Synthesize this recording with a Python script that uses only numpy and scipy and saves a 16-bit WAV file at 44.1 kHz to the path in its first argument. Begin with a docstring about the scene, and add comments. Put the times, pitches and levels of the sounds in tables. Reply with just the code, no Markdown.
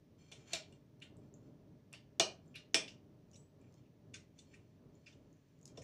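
"""A knife saws through crisp roast skin on a plate in a small tiled room, heard by a phone's microphone.
A low household rumble and faint hiss, both filtered noise, run throughout. Over them the blade drags as
random grit ringing through squeak tones, and the tiled walls answer with a short tail of fading noise.
Short bright noise ticks are crust snaps and the hard edge of the blade's blows on the plate; clinks and
table knocks mix a noise burst with decaying sines. Past three seconds the free blade sings once, as sines."""
import sys
import numpy as np
from scipy import signal
from scipy.fft import rfft, irfft
from scipy.io import wavfile
from scipy.ndimage import uniform_filter1d

SR = 44100
rng = np.random.default_rng(int(sys.argv[2]) if len(sys.argv) > 2 else 0)


def wav_out(sig):
    """Save sig, one row per channel (or a flat mono array), as 16-bit PCM at SR to the path in sys.argv[1]."""
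    wavfile.write(sys.argv[1], SR, np.round(np.clip(np.atleast_2d(sig).T, -1, 1) * 32767).astype(np.int16))


def to_linear_factor(level_db):
    """Convert decibel levels (scalar or array-like) to linear amplitude factors."""
    exponent = np.asarray(level_db, float) / 20
    return 10 ** exponent


N = 257103  # length of the scene in samples


def unit(x):
    """Scale a sound to an rms (average strength) of 1."""
    return x / np.sqrt(np.mean(x ** 2))


def colour(x, points, causal=False):
    """Filter by a (Hz, dB) curve on a log-frequency axis; causal keeps all sound after the blow."""
    hz, db = np.transpose(sorted(points))
    f = np.maximum(np.fft.rfftfreq(len(x), 1 / SR), 1)
    gain = to_linear_factor(np.interp(np.log(f), np.log(hz), db))
    if causal:
        # Folding the cepstrum forward in time gives a minimum-phase filter.
        cepstrum = irfft(np.log(gain), len(x))
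        cepstrum[1:len(x) // 2] *= 2
        cepstrum[len(x) // 2 + 1:] = 0
        gain = np.exp(rfft(cepstrum))
    return irfft(rfft(x) * gain, len(x))


def convolve(x, kernel):
    """Let every sample of x set off the kernel, cut to the length of x."""
    return signal.fftconvolve(x, kernel)[:len(x)]


def add(track, s, sound):
    """Mix a sound into the track at a time in seconds."""
    i = int(s * SR)
    track[i:i + len(sound)] += sound[:len(track) - i]


def ring(modes, spread_db, longest_s, size=16384):
    """Decaying sines of a damped body; each call shares the force among them afresh."""
    hz, db, t60 = np.transpose(modes)[:, :, None]
    chance = rng.standard_normal((len(modes), 3, 1))
    t = np.arange(size) / SR
    hz = hz * (1 + .006 * chance[:, 2])  # the load on the body shifts its modes a little
    # Damping by hand and food adds to each mode's own fading.
    fade = np.exp(-np.log(1000) * t * (1 / t60 + 1 / longest_s))
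    level = to_linear_factor(db + spread_db * chance[:, 0])
    sines = np.sin(2 * np.pi * hz * t + chance[:, 1])
    return np.sum(level * fade * sines, axis=0)


def strike(body, ms, ring_db, points):
    """Contact noise swells and jangles while the body's ring builds up; the curve alone sets the energy."""
    ms = max(ms, .2)
    t = np.arange(len(body)) / SR / (ms / 1000)  # time counted in contact times
    chatter = to_linear_factor(3.5 * np.repeat(rng.standard_normal(len(t) // 64), 64))  # tiny re-touches
    fall = np.exp(-t) + to_linear_factor(-12) * np.exp(-t / 5)
    burst = (1 - np.exp(-2 * t)) * fall / np.sqrt(ms)
    noise = to_linear_factor(9) * burst * chatter * rng.standard_normal(len(t))
    ringing = to_linear_factor(ring_db) * body * (1 - np.exp(-t))
    sound = colour(noise + ringing, points, causal=True)
    curve_strength = np.linalg.norm(colour(1. * (t == 0), points))
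    return to_linear_factor(32.5) * sound / np.linalg.norm(sound) * curve_strength


def background():
    """A low rumble of filtered noise swells and wavers, over steady filtered hiss."""
    # Slow swell of the rumble. Each row: time in seconds, level in dB.
    rumble_level = [(0.0, -61.5), (0.28, -63), (0.66, -61.5), (1.96, -64.5), (2.43, -63.5), (2.55, -65.5),
                    (2.94, -61), (3.44, -65), (4.14, -64.5), (4.38, -64.5), (5.11, -63.5), (5.45, -66),
                    (5.68, -62.5), (5.83, -59)]
    # Tone curve of the rumble. Each row: frequency in Hz, strength in dB per Hz.
    rumble_tone = [(15, -61), (25, -20.5), (43, -9.5), (64, -20), (86, -6), (148, -2), (199, -8),
                   (300, -7.5), (368, -16), (401, -10), (501, -21), (605, -14.5), (671, -24.5), (1200, -34),
                   (1500, -36.5), (1950, -77.5), (3300, -120)]
    # Tone curve of the hiss. 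Each row: frequency in Hz, strength in dB per Hz.
    hiss_tone = [(530, -34.5), (900, -3), (1480, -11.5), (1710, -1), (1820, -4.5), (1980, -5),
                 (5310, -10.5), (5770, -7.5), (7500, -18), (13100, -22), (15500, -10)]
    hiss_db = -82.5
    waver_per_s, waver_db = 9, 2.5  # quicker random wavering; dB scales it before smoothing
    t, hold = np.arange(N) / SR, int(SR / waver_per_s)
    waver = uniform_filter1d(np.repeat(rng.standard_normal(200), hold)[:N], hold)
    swell = to_linear_factor(np.interp(t, *np.transpose(rumble_level)) + waver_db * waver)
    rumble = unit(colour(rng.standard_normal(N), rumble_tone)) * swell
    hiss = to_linear_factor(hiss_db) * unit(colour(rng.standard_normal(N), hiss_tone))
    return rumble + hiss


def grit(rate, spread_db):
    """Random ticks of very uneven size, at a rate per second."""
    hit = rng.random(N) < rate / SR
    return unit(hit * rng.standard_normal(N) * to_linear_factor(spread_db * rng.exponential(size=N)))


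def strokes():
    """Gains of drag and crumble: each stroke fades in, swells or sags evenly in dB, and fades out."""
    # Saw strokes. Each row: start in seconds, length in seconds, gain of the blade drag in dB and
    # of the crust crumble in dB (both at the end of the stroke), swell over the stroke in dB.
    saw_strokes = [(0.19, 0.22, -78, -83, 0), (0.40, 0.042, -85, -70, 2),
                   (0.462, 0.096, -48.5, -45.5, 24.5), (0.68, 0.076, -84, -95, -4),
                   (1.22, .07, -92, -101, -3), (1.43, 0.053, -89, -99, -2), (2.418, 0.1, -90.5, -95.5, 1),
                   (3.285, .04, -94, -78, 8.5), (3.399, 0.031, -94.5, -91, 1),
                   (3.599, 0.19, -90.5, -92, -0.5), (3.77, 0.06, -95, -94, -8.5),
                   (4.35, 0.032, -81, -76.5, 12), (4.42, 0.11, -76, -92, 14.5),
                   (4.60, 0.15, -94, -94.5, -1), (4.93, 0.23, -88.5, -92.5, 0),
                   (5.22, 0.44, -95.5, -86.5, 0.5), (5.687, 0.02, -87, -96, -12),
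                   (5.745, 0.017, -90, -66.5, 23)]
    edge_s = 0.015  # length of each fade
    t, gains = np.arange(N) / SR, np.zeros((2, N))
    for s, length, drag_db, crumble_db, swell_db in saw_strokes:
        gate = np.clip(np.minimum(t - s + edge_s, s + length + edge_s - t) / edge_s, 0, 1)
        progress = np.clip((t - s) / length, 0, 1)
        push = gate * to_linear_factor(swell_db * (progress - 1))
        gains += to_linear_factor(np.array([[drag_db], [crumble_db]])) * push
    return gains


def sawing():
    """Stick-slip grit excites squeak tones under the drag; crumbs add a fine high crackle."""
    # Squeak tones heard under the drag. Each row: pitch in Hz, width in Hz before the extra damping, # level in
    # dB.
    squeak_tones = [(2330, 34, -6.5), (2730, 81, -5.5), (3250, 100, -2), (3560, 65, -8.5), (4320, 94, -3.5),
                    (5200, 51, -7.5), (6086, 70, -3.5), (7200, 77, -4), (7100, 101, -16), (8300, 63, -19.5)]
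    slip = grit(rate=2500, spread_db=1.5)
    crumbs = grit(rate=3000, spread_db=1.5)
    drag, crumble = strokes()
    # A wider tone dies sooner.
    tones = [(hz, db, np.log(1000) / np.pi / width) for hz, width, db in squeak_tones]
    squeak_body = ring(tones, spread_db=1, longest_s=.5)
    squeak = convolve(slip * drag, squeak_body / np.linalg.norm(squeak_body))
    crumb = colour(crumbs, [(2500, 5), (5500, -6.0), (7000, 7.0), (8500, -26.0), (14000, -30.0)])
    return to_linear_factor(-1) * squeak + to_linear_factor(-8) * unit(crumb) * crumble


def room():
    """Echo of the tiled walls: bands of noise that die sooner in the treble."""
    # How long the echo lasts. Each row: frequency in Hz, time to fall by 60 dB in seconds.
    echo_times = [(150, .3), (600, .3), (2500, .25), (6000, .21), (12000, .16)]
    room_db, build_up_s = -2, 0.0025
    t = np.arange(24000) / SR
    hz, t60 = np.transpose(echo_times)
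    tail = 0
    for f in 90 * 2 ** np.arange(0, 7.6, .5):  # half-octave bands
        edges = [(f / 1.42, -40), (f / 1.19, -3), (f, 0), (f * 1.19, -3), (f * 1.42, -40)]
        decay = np.interp(np.log(f), np.log(hz), t60)
        band = colour(rng.standard_normal(len(t)), edges)
        tail = tail + band * np.exp(-np.log(1000) * t / decay)
    tail = tail * (1 - np.exp(-t / build_up_s))  # reflections build up
    return to_linear_factor(room_db) * tail / np.linalg.norm(tail)


def bright_ticks():
    """Noise ticks of about a millisecond, each strongest at its own pitch: crust snaps and blow edges."""
    # Short bright ticks: crust snaps, and the sharp hard edge of the blade's blows on the plate.
    # Each row: time in seconds, relative level in dB, pitch in Hz, narrowness in dB
    # (how far the sound beside the pitch is turned down).
    tick_rows = [(0.3169, -58, 6000, -1.5), (0.534, -23, 6740, 14), (0.725, -64, 8200, 8.5),
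                 (1.002, -65, 5200, 3), (1.169, -62, 8110, 14), (1.3403, -51.5, 7030, 22),
                 (1.9297, -52, 8170, 0), (2.1982, -21, 6200, 7), (2.46, -72.5, 8300, 23),
                 (2.4793, -62.5, 7050, 31), (2.556, -63, 11000, 3), (2.563, -57.5, 10300, 12),
                 (2.736, -60, 6670, 30), (2.7445, -21.5, 5410, 19), (2.8822, -55.5, 3400, 2),
                 (3.315, -66, 6500, 4.5), (3.357, -55.5, 6940, 17.5), (3.6151, -73, 7550, 7.5),
                 (3.7255, -68, 5880, 6), (3.742, -65, 6316, 5), (4.9536, -65.5, 6943, 20),
                 (5.3287, -67, 6800, 14.5), (5.342, -71.5, 6900, 15), (5.3696, -72.5, 6800, 9.5),
                 (5.486, -76.5, 5980, 5), (5.59, -72.5, 7300, 10), (5.614, -64.5, 7200, 7.5),
                 (5.6294, -56.5, 7000, 28), (5.656, -47, 7000, 5.5), (5.678, -52, 6730, 6.5)]
    out, t = np.zeros(N), np.arange(1024) / SR
    for s, db, hz, narrow_db in tick_rows:
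        noise = rng.standard_normal(len(t)) * t * np.exp(-t / 0.00095)
        points = [(hz / 3, -3 * narrow_db - 6), (hz / 1.25, -narrow_db), (hz / 1.07, 0), (hz * 1.07, 0),
                  (hz * 1.1, -narrow_db), (15000, -narrow_db - 23.5)]
        tick = colour(noise / np.linalg.norm(noise), points, causal=True)
        add(out, s - .0012, to_linear_factor(db + 24.5) * tick)
    return out


def clinks(focus):
    """Each clink favours a low and a high region of the plate, set by the spot struck.

    focus is the share of the two picked-out pitches that is heard: all in front of the plate,
    little off the walls."""
    # Blade meets plate. Each row: time in seconds, relative level of the low clink in dB, its pitch
    # in Hz, relative level of the high clink in dB, its pitch in Hz.
    blows = [(0.3202, -46.5, 3130, -48.5, 6500), (0.356, -55, 3100, -66, 5800),
             (0.533, -32.5, 3600, -38, 6060), (0.725, -59.5, 2810, -65, 5760),
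             (1.0155, -53.5, 2620, -80, 7480), (1.0204, -43.5, 2810, -58, 7500),
             (1.926, -55, 2500, -63, 3800), (1.9368, -43.5, 2620, -49, 4660),
             (1.958, -57.5, 3100, -65, 4660), (2.1983, -24, 3360, -27, 5970),
             (2.543, -49.5, 2434, -65, 5690), (2.552, -46, 2504, -49, 4100), (2.557, -44, 2500, -43, 4100),
             (2.561, -50.5, 3250, -61, 5200), (2.572, -50, 3020, -64, 5200),
             (2.582, -58.5, 2530, -54, 5200), (2.7448, -25.5, 2830, -22.5, 5490),
             (2.8798, -46, 2810, -45, 5080), (3.333, -72, 2940, -57, 5800),
             (3.343, -67.5, 3000, -55.5, 5800), (3.357, -61, 3850, -52, 5850),
             (3.6088, -69.5, 2400, -84.5, 5450), (3.642, -66, 2400, -82.5, 5770),
             (3.643, -69, 1550, -85, 5770), (3.664, -70.5, 2400, -85, 5770),
             (3.858, -71.5, 2590, -78.5, 6385), (4.137, -59, 2370, -57, 7536),
             (4.141, -45, 2280, -45.5, 6570), (4.1448, -55.5, 1550, -49, 5760),
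             (4.155, -55, 3420, -63, 5970), (4.168, -62.5, 3740, -75, 6570), (4.38, -79.5, 2830, -63, 6000),
             (4.389, -58.5, 3500, -51, 5950), (4.389, -59, 4290, -54.5, 6690),
             (4.514, -70, 2427, -77, 6420), (4.531, -64.5, 2700, -83, 5910),
             (4.537, -54, 1840, -63.5, 5970), (4.5399, -55, 2374, -57.5, 7240),
             (4.567, -65.5, 2390, -78, 6000), (4.591, -67, 2400, -84, 5990),
             (5.0625, -61.5, 2537, -55, 5050), (5.067, -49, 2620, -51.5, 5050),
             (5.077, -59.5, 2290, -58, 6200), (5.126, -61.5, 2990, -65, 6600),
             (5.7737, -54, 3270, -46.5, 5510), (5.8191, -58.5, 1850, -54, 6700)]
    # Modes of the plate. Each row: pitch in Hz, level in dB, time to fall by 60 dB in seconds
    # before the extra damping.
    plate_modes = [(1550, -5.5, 0.45), (1840, -4.5, 0.25), (2010, -10, 0.072), (2219.4, -5, 0.9),
                   (2320, -2.5, 0.088), (2400, 0, 0.36), (2620, -5, 0.2), (2697, 0, 0.086),
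                   (2818, -3.5, 0.4), (2911, -2, 0.089), (2850, -17, 0.18), (3496, -4, 0.13),
                   (3524, -3, 0.26), (3920, -11, 0.22), (3980, -17.5, 0.14), (4290, -7.5, 0.18),
                   (4660, -12.5, 0.4), (5080, -8, 0.072), (5130, -17, 0.5), (5500, -8.5, 0.17),
                   (5743, -15, 0.34), (5970, -5.5, 0.069), (6570, -8.5, 0.078), (7640, -11, 0.16),
                   (7100, -10.5, 0.32), (7400, -21, 0.23), (7650, -28, 0.57), (7980, -22, 0.46),
                   (8170, -17.5, 0.16), (8300, -19.5, 0.15)]
    out = np.zeros(N)
    for s, low_db, low_hz, high_db, high_hz in blows:
        loudest = max(low_db, high_db)
        # A harder blow touches for a shorter time (milliseconds).
        ms = 3.2 - 0.1782 * (max(loudest, -45) + 40)
        # A lighter touch picks out fewer modes: the sound beside its two pitches drops further.
        focus_db = np.clip(8 - 0.4 * (loudest + 40), 3, 14)
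        low, high, peak_db = low_db - focus_db, high_db - focus_db, focus * focus_db
        middle_hz = np.sqrt(1.25 * low_hz * high_hz)
        points = [(low_hz / 3, low - 26), (low_hz / 1.8, low - 6), (low_hz / 1.09, low),
                  (low_hz, low + peak_db), (low_hz * 1.3, low), (middle_hz, min(low, high) - 1.5),
                  (high_hz / 0.88, high), (high_hz, high + peak_db), (high_hz * 1.06, high),
                  (high_hz * 1.4, high - 5), (11500, high - 30.0), (16000, high - 46)]
        body = ring(plate_modes, spread_db=3, longest_s=.05)
        add(out, s - .0004 * ms, strike(body, ms, ring_db=1.3 * peak_db - 15, points=points))
    return out


def knocks():
    """The plate knocks on the table top, which answers lower than the plate."""
    # Knocks. Each row: time in seconds, relative level in dB, pitch in Hz, fall away from that
    # pitch in dB.
    table_knocks = [(0.32, -53.5, 282, 6.5), (0.532, -32.5, 643, 11.5), (1.937, -55, 304, 5),
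                    (2.198, -24, 340, 3), (2.553, -63, 405, 7), (2.745, -26.5, 310, 6),
                    (5.776, -35.5, 513, 14.5)]
    # Modes of the table top. Each row: pitch in Hz, level in dB, time to fall by 60 dB in seconds
    # before the extra damping.
    table_modes = [(183, -7, 0.13), (286, -2, 0.067), (334, -1.5, 0.25), (424, -2, 0.32), (464, -3.5, 0.48),
                   (578, 0.5, 0.18), (642.4, 2, 0.76), (640, -9, 0.1), (788, -4, 0.59), (950, -2.5, 0.02),
                   (1014, -8.5, 0.23), (1310, -15, 0.11)]
    out = np.zeros(N)
    for s, db, hz, fall_db in table_knocks:
        beside = db - fall_db
        points = [(60, db - 28.5), (160, beside), (hz / 1.3, beside), (hz, db), (hz * 1.3, beside),
                  (1000, beside - 1.5), (1500, beside - 9.5), (3000, db - 48.0)]
        body = ring(table_modes, spread_db=1.5, longest_s=.04)
        add(out, s - .001, strike(body, 3, ring_db=-7, points=points))
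    return out


def singing_blade():
    """The free blade sings after one touch, as decaying sines."""
    # Modes of the blade. Each row: pitch in Hz, level in dB, time to fall by 60 dB in seconds
    # before the extra damping.
    blade_modes = [(7752, 0, 0.3), (8947, -11, 0.4)]
    start_s, level_db = 3.366, -68.5
    out = np.zeros(N)
    add(out, start_s, to_linear_factor(level_db) * ring(blade_modes, spread_db=0, longest_s=1.5))
    return out


def scene():
    """Table sounds, their echo and the background; bright ticks beam forward and stir the room less."""
    ware, ticks = knocks() + sawing(), bright_ticks()
    # The walls and the direct path each draw the clinks and the singing blade afresh.
    walls = clinks(focus=.35) + singing_blade() + ware + to_linear_factor(-4) * ticks
    direct = clinks(focus=1) + singing_blade() + ware + ticks
    return (direct + convolve(walls, room()) + background())[None]


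def roll_off(x):
    """The treble ends steeply here."""
    return signal.sosfilt(signal.butter(12, 15990, fs=SR, output="sos"), x)


def record(dry):
    """The phone's microphone rolls off the lowest bass and the very top."""
    heard = colour(dry[0], [(30, -4), (60, 2.0), (15200, 0.0), (15900, -30.5)])
    return roll_off(heard[None])


dry = scene()
out = record(dry)
wav_out(out)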